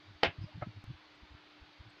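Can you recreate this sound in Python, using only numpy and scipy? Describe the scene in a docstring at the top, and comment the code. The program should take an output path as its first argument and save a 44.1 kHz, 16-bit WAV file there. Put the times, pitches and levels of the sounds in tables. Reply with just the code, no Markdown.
"""A faint wavering hum and a mottled hiss (filtered noise) lie underneath throughout.
Soft low bumps of gloved hands on a courgette, swelling sines with a dull rub, come and go from early on.
A steel knife breaks through and knocks once on a wooden board: noise bursts, ringing modes, a small room's answer.
After a thin fleck of narrow-band noise the cut slice is pushed aside with a faint squeak (a gliding tone),
then flops down (soft slaps, damped modes); a dull tick (a low-passed pulse) and two fainter, higher flecks follow."""
import sys
import numpy as np
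from scipy import signal
from scipy.fft import rfft, irfft, next_fast_len
from scipy.io import wavfile
from scipy.ndimage import uniform_filter1d, map_coordinates

SR = 44100
rng = np.random.default_rng(int(sys.argv[2]) if len(sys.argv) > 2 else 0)


def master(y):
    """Save y as 16-bit WAV."""
    cut = np.clip(np.atleast_2d(y).T, -1, 1)
    pcm = np.round(cut * 32767)  # scale
    wavfile.write(sys.argv[1], SR, pcm.astype(np.int16))


N = 88200  # samples, two seconds

# Spectrum of the steady hiss: f/Hz, relative level/dB
HISS_COLOUR = [(25, -16), (60, -4.5), (110, -0.5), (180, -1.5), (250, -6), (350, 2.5), (470, -5),
               (650, -0.5), (1350, -0.5), (2300, -1.5), (3500, -3), (4600, -5.5), (5400, -16.5),
               (6300, -21), (7200, -30.5), (8500, -39), (15000, -43)]
# Small dull tick: t/s, level/dB
TICK_EVENTS = [(.8405, -42.5)]
# Faint brief hisses of narrow-band noise: t/s, level/dB, centre f/Hz, half length/s
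HISS_FLECKS = [(0.435, -64, 4880, 0.022), (1.154, -84, 7800, .006), (1.903, -82, 7900, 0.0064)]
# Path of the rubbery squeak: t/s, f/Hz, level/dB
SQUEAK_PATH = [(0.464, 595, -74), (.488, 618, -59.5), (.508, 624, -70), (.520, 796, -66), (.540, 900, -65),
               (.556, 900, -80)]
# Soft bumps of hands and vegetable: t/s, level of the low swing/dB, f/Hz, half length/s
SOFT_BUMPS = [(0.103, -50.5, 100, 0.026), (0.159, -54, 85, 0.013), (.284, -38.5, 93, 0.011),
              (.390, -34.5, 114, 0.0046), (.419, -35.5, 105, 0.012), (.442, -35, 132, 0.0059),
              (0.461, -45.5, 99, 0.0095), (.558, -39.5, 101, 0.0092), (.582, -39.5, 166, 0.0059),
              (.601, -48.5, 100, 0.0098), (.672, -35, 164, 0.0043), (0.689, -42.5, 106, 0.016),
              (.778, -43, 100, 0.018), (0.851, -52, 86, 0.0083), (0.883, -41.5, 101, 0.007),
              (0.906, -36.5, 123.3, 0.01), (0.945, -50, 82, 0.015), (1.234, -48.5, 64.6, 0.009),
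              (1.320, -49.5, 68, 0.012), (1.35, -49, 86, 0.0077), (1.626, -48, 63.4, .01),
              (1.808, -45, 72, 0.0086), (1.872, -50.5, 109.6, .018)]
# Spectrum of the dull rub within a bump: f/Hz, relative level/dB
RUB_COLOUR = [(30, -20), (120, -2.5), (250, -2), (320, -6), (430, -23.5), (1000, -39.5), (4000, -60.5)]
# Landings of the slice: t/s, reference level/dB
SLICE_LANDINGS = [(0.612, -37), (0.616, -36), (.6215, -31.5), (0.63, -34.5)]
# Modes of the slice on the board: f/Hz, nominal relative level/dB, t60/s
SLICE_MODES = [(117, 2, .06), (320, -8, 0.062), (612, 1, 0.046), (718, -3, .05), (1150, -13, 0.051),
               (1288, -6, .08), (1770, -17, .06), (2100, -18, 0.084)]
# Spectrum of the slaps: f/Hz, relative level/dB
SLAP_COLOUR = [(100, 2), (300, -5), (450, -11), (700, 3), (950, -8), (1300, -1), (1600, -5), (2200, -5.5),
               (2800, -20), (3500, -25), (7000, -59)]
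# Spectrum of the room's answer: f/Hz, relative level/dB
ANSWER_COLOUR = [(30, -34), (90, 1.5), (200, 2), (350, 0), (800, -2), (1150, -7), (1800, -1), (2700, 0.5),
                 (3400, -4.5), (4100, -12), (5300, -20), (6000, -27), (7500, -45), (10000, -66)]
# Decay of the room's answer: f/Hz, t60/s
ANSWER_DECAY = [(100, 0.14), (500, .14), (2200, .15), (5000, 0.11), (10000, 0.071)]
# Contacts of the blade with the board: t/s, reference level/dB
BLADE_CONTACTS = [(0.2292, -44), (.2330, -16.5), (0.2356, -21)]
# Modes of the wooden board: f/Hz, nominal relative level/dB, t60/s
BOARD_MODES = [(171, -18.5, .12), (369, -8, 0.11), (524.7, -12, 0.1), (682, -9, 0.12), (755, -14, 0.11),
               (834.5, -9, 0.084), (1068, -18, 0.12), (1422, -15, .08), (1664, -14.5, 0.12),
               (1869, -21, 0.11), (2066, -16, 0.096), (2680, -15, 0.12), (2960, -13, 0.09),
               (3250, -13, 0.073)]
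# Spectrum of the blade's crack: f/Hz, relative level/dB
CRACK_COLOUR = [(25, -34), (60, -19), (150, -9.5), (400, -0.5), (850, 4), (1100, -6), (1700, 1), (2500, -5),
                (3300, -2), (3950, -14), (4500, -8.5), (5300, -18.5), (6000, -33), (8000, -40),
                (15000, -52)]

HUM_HZ, HUM_DB = 301, -69.5
HUM_WAVER_HZ, HUM_WAVER_DB = 2.57, 1.2  # scale of the random drift in pitch and level
HISS_DB, HISS_PATCHY_DB = -61, 1.45
TICK_PUSH_S, TICK_EDGE_HZ = 0.002, 8500
FLECK_HALF_WIDTH_HZ = 300  # distance from the centre at which the gain halves
SQUEAK_ROUGH_RAD, SQUEAK_FLUTTER_DB = 0.45, 2.5
BUMP_ROUGH_RAD, BUMP_ROUGH_RATE = 0.39, 150.2  # phase wander, knots per second
RUB_DB = -18  # relative to the swing
SLAP_DB, SLAP_RISE_S, SLAP_T60_S = -9.5, 0.0014, 0.055
SLICE_ATTACK_S = 0.0014
ROOM_DB, ROOM_DELAY_S = -10, 0.012
CRACK_DB, CRACK_T60_S = -2, 0.034
SNAP_DB = 14.5  # single-sample impulse, relative to the contact
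RING_DB, RING_ATTACK_S = -3.5, 0.00026
TOP_HZ = 15500


def amp(db):
    """Level law: decibels to amplitude gain."""
    return 10 ** (np.asarray(db) / 20)


def unit(x):
    """Normalisation to an rms of 1."""
    return x / np.sqrt(np.mean(x ** 2) + 1e-20)


def along(points, hz):
    """Linear interpolation of (f, value) points on a logarithmic frequency axis."""
    f, v = np.transpose(points)
    return np.interp(np.log(hz + 1), np.log(f + 1), v)


def since(s):
    """Elapsed time in seconds since the moment s, zero before it."""
    return np.maximum(np.arange(N) / SR - s, 0)


def swell(s, half):
    """Hyperbolic-secant envelope: a smooth rise and fall, well under half its peak one half length from s."""
    return 1 / np.cosh(np.clip(np.pi / 2 * (np.arange(N) / SR - s) / half, -20, 20))


def wobble(rate):
    """Random modulation: a spline through normal deviates, rate knots per second."""
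    knots = rng.standard_normal(N // 20)
    return map_coordinates(knots, [np.arange(N) * rate / SR], mode="wrap")


def filtered(x, response):
    """Linear filtering: the spectrum of x times a response of frequency."""
    m = next_fast_len(N + SR // 2)
    spectrum = rfft(x, m) * response(np.fft.rfftfreq(m, 1 / SR))
    return irfft(spectrum, m)[:N]


def coloured(x, points):
    """Minimum-phase filtering: a causal response of energy 1 with the given spectrum."""
    size = 4096
    cepstrum = irfft(np.log(amp(along(points, np.fft.rfftfreq(size, 1 / SR)))))
    # folding the cepstrum onto positive times makes the response causal
    cepstrum[1:size // 2] *= 2
    cepstrum[size // 2 + 1:] = 0
    h = irfft(np.exp(rfft(cepstrum)))
    return signal.fftconvolve(x, h / np.linalg.norm(h))[:N]


def ring(modes, s, attack_s):
    """Modal superposition: exponentially damped sines start at s, their levels varied at random."""
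    t = since(s)
    total = np.zeros(N)
    for hz, db, t60 in modes:
        level = db + rng.normal(0, 1) - 60 * t / t60
        total += amp(level) * np.sin(2 * np.pi * hz * t)
    return (1 - np.exp(-t / attack_s)) * total


def burst(s, t60):
    """Transient excitation: white noise starts at s and decays exponentially."""
    t = since(s)
    return (t > 0) * amp(-60 * t / t60) * rng.standard_normal(N)


def background():
    """Frequency and amplitude modulation make the hum waver; patchy spectral gain mottles the hiss."""
    hum = np.sin(2 * np.pi * np.cumsum(HUM_HZ + HUM_WAVER_HZ * wobble(20)) / SR)
    hum_gain = amp(HUM_DB + HUM_WAVER_DB * wobble(12.07))

    z = signal.stft(rng.standard_normal(N), nperseg=1024)[2]
    # smooth the random gain over frequency, then over time
    patches = uniform_filter1d(rng.standard_normal(z.shape), size=4, axis=0)
    patches = uniform_filter1d(patches, size=8, axis=1)
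    mottled = signal.istft(z * amp(HISS_PATCHY_DB * unit(patches)), nperseg=1024)[1][:N]
    hiss = filtered(mottled, lambda hz: amp(along(HISS_COLOUR, hz)))
    return hum_gain * unit(hum) + amp(HISS_DB) * unit(hiss)


def tick():
    """Pulse through a first-order low-pass: a brief negative push with softened edges."""
    push = np.zeros(N)
    for s, db in TICK_EVENTS:
        t = since(s)
        push += amp(db) * ((t > 0) & (t < TICK_PUSH_S))
    return -filtered(push, lambda hz: 1 / (1 + 1j * hz / TICK_EDGE_HZ))


def flecks():
    """Narrow-band noise: brief thin hisses swell and fade."""
    out = np.zeros(N)
    for s, db, centre, half in HISS_FLECKS:
        noise = rng.standard_normal(N)
        grain = filtered(noise, lambda hz: 1 / (1 + ((hz - centre) / FLECK_HALF_WIDTH_HZ) ** 2))
        out += amp(db) * swell(s, half) * unit(grain)
    return out


def squeak():
    """Phase integration of a gliding pitch: a thin, unsteady rising tone as the slice is pushed away."""
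    t = np.arange(N) / SR
    s, hz, db = np.transpose(SQUEAK_PATH)
    phase = 2 * np.pi * np.cumsum(np.interp(t, s, hz)) / SR
    tone = np.sin(phase + SQUEAK_ROUGH_RAD * wobble(200))
    fluttering = unit(tone * amp(SQUEAK_FLUTTER_DB * wobble(120)))
    return fluttering * np.interp(t, s, amp(db), left=0, right=0)


def bumps():
    """Compliant contact: a few uneven low swings rise and fall smoothly with a dull rub."""
    t, out = np.arange(N) / SR, np.zeros(N)
    uneven = BUMP_ROUGH_RAD * wobble(BUMP_ROUGH_RATE)
    rub = amp(RUB_DB) * coloured(rng.standard_normal(N), RUB_COLOUR)
    phases = rng.uniform(0, 2 * np.pi, len(SOFT_BUMPS))
    for (s, db, hz, half), phase in zip(SOFT_BUMPS, phases):
        swing = np.sin(2 * np.pi * hz * (t - s) + phase + uneven)
        out += amp(db) * swell(s, half) * (swing + rub)
    return out


def flop():
    """Damped impact: the moist slice lands in soft slaps; the hardest excites short hollow modes."""
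    slaps = np.zeros(N)
    for s, db in SLICE_LANDINGS:
        rise = 1 - np.exp(-since(s) / SLAP_RISE_S)
        slaps += amp(db + SLAP_DB) * rise * burst(s, SLAP_T60_S)
    s, db = max(SLICE_LANDINGS, key=lambda row: row[1])
    return coloured(slaps, SLAP_COLOUR) + amp(db) * ring(SLICE_MODES, s, SLICE_ATTACK_S)


def room():
    """Reverberation: the walls answer each blade contact after a gap, each band with its own decay."""
    out = np.zeros(N + SR)
    for s, db in BLADE_CONTACTS:
        hz, t, z = signal.stft(rng.standard_normal(SR // 2), SR, nperseg=256)
        decay = amp(-60 * t / along(ANSWER_DECAY, hz)[:, None])
        tail = signal.istft(z * decay, SR, nperseg=256)[1]
        start = round((s + ROOM_DELAY_S) * SR)
        out[start:][:len(tail)] += amp(db + ROOM_DB) * tail
    return coloured(out[:N], ANSWER_COLOUR)


def chop():
    """Impact excitation: each blade contact snaps and crackles; the hardest rings the board's modes."""
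    force = np.zeros(N)
    for s, db in BLADE_CONTACTS:
        force += amp(db + CRACK_DB) * burst(s, CRACK_T60_S)
        force[round(s * SR)] += amp(db + SNAP_DB)
    s, db = max(BLADE_CONTACTS, key=lambda row: row[1])
    board = amp(db + RING_DB) * ring(BOARD_MODES, s, RING_ATTACK_S)
    return coloured(force, CRACK_COLOUR) + board


def scene():
    """Superposition of the background, the soft small sounds and the knock in its room."""
    soft_sounds = tick() + flecks() + squeak() + bumps() + flop()
    return (background() + soft_sounds + room() + chop())[None]


def record(dry):
    """Band limitation: nothing passes at or above the top frequency."""
    return filtered(dry[0], lambda hz: hz < TOP_HZ)[None]


dry = scene()
out = record(dry)
master(out)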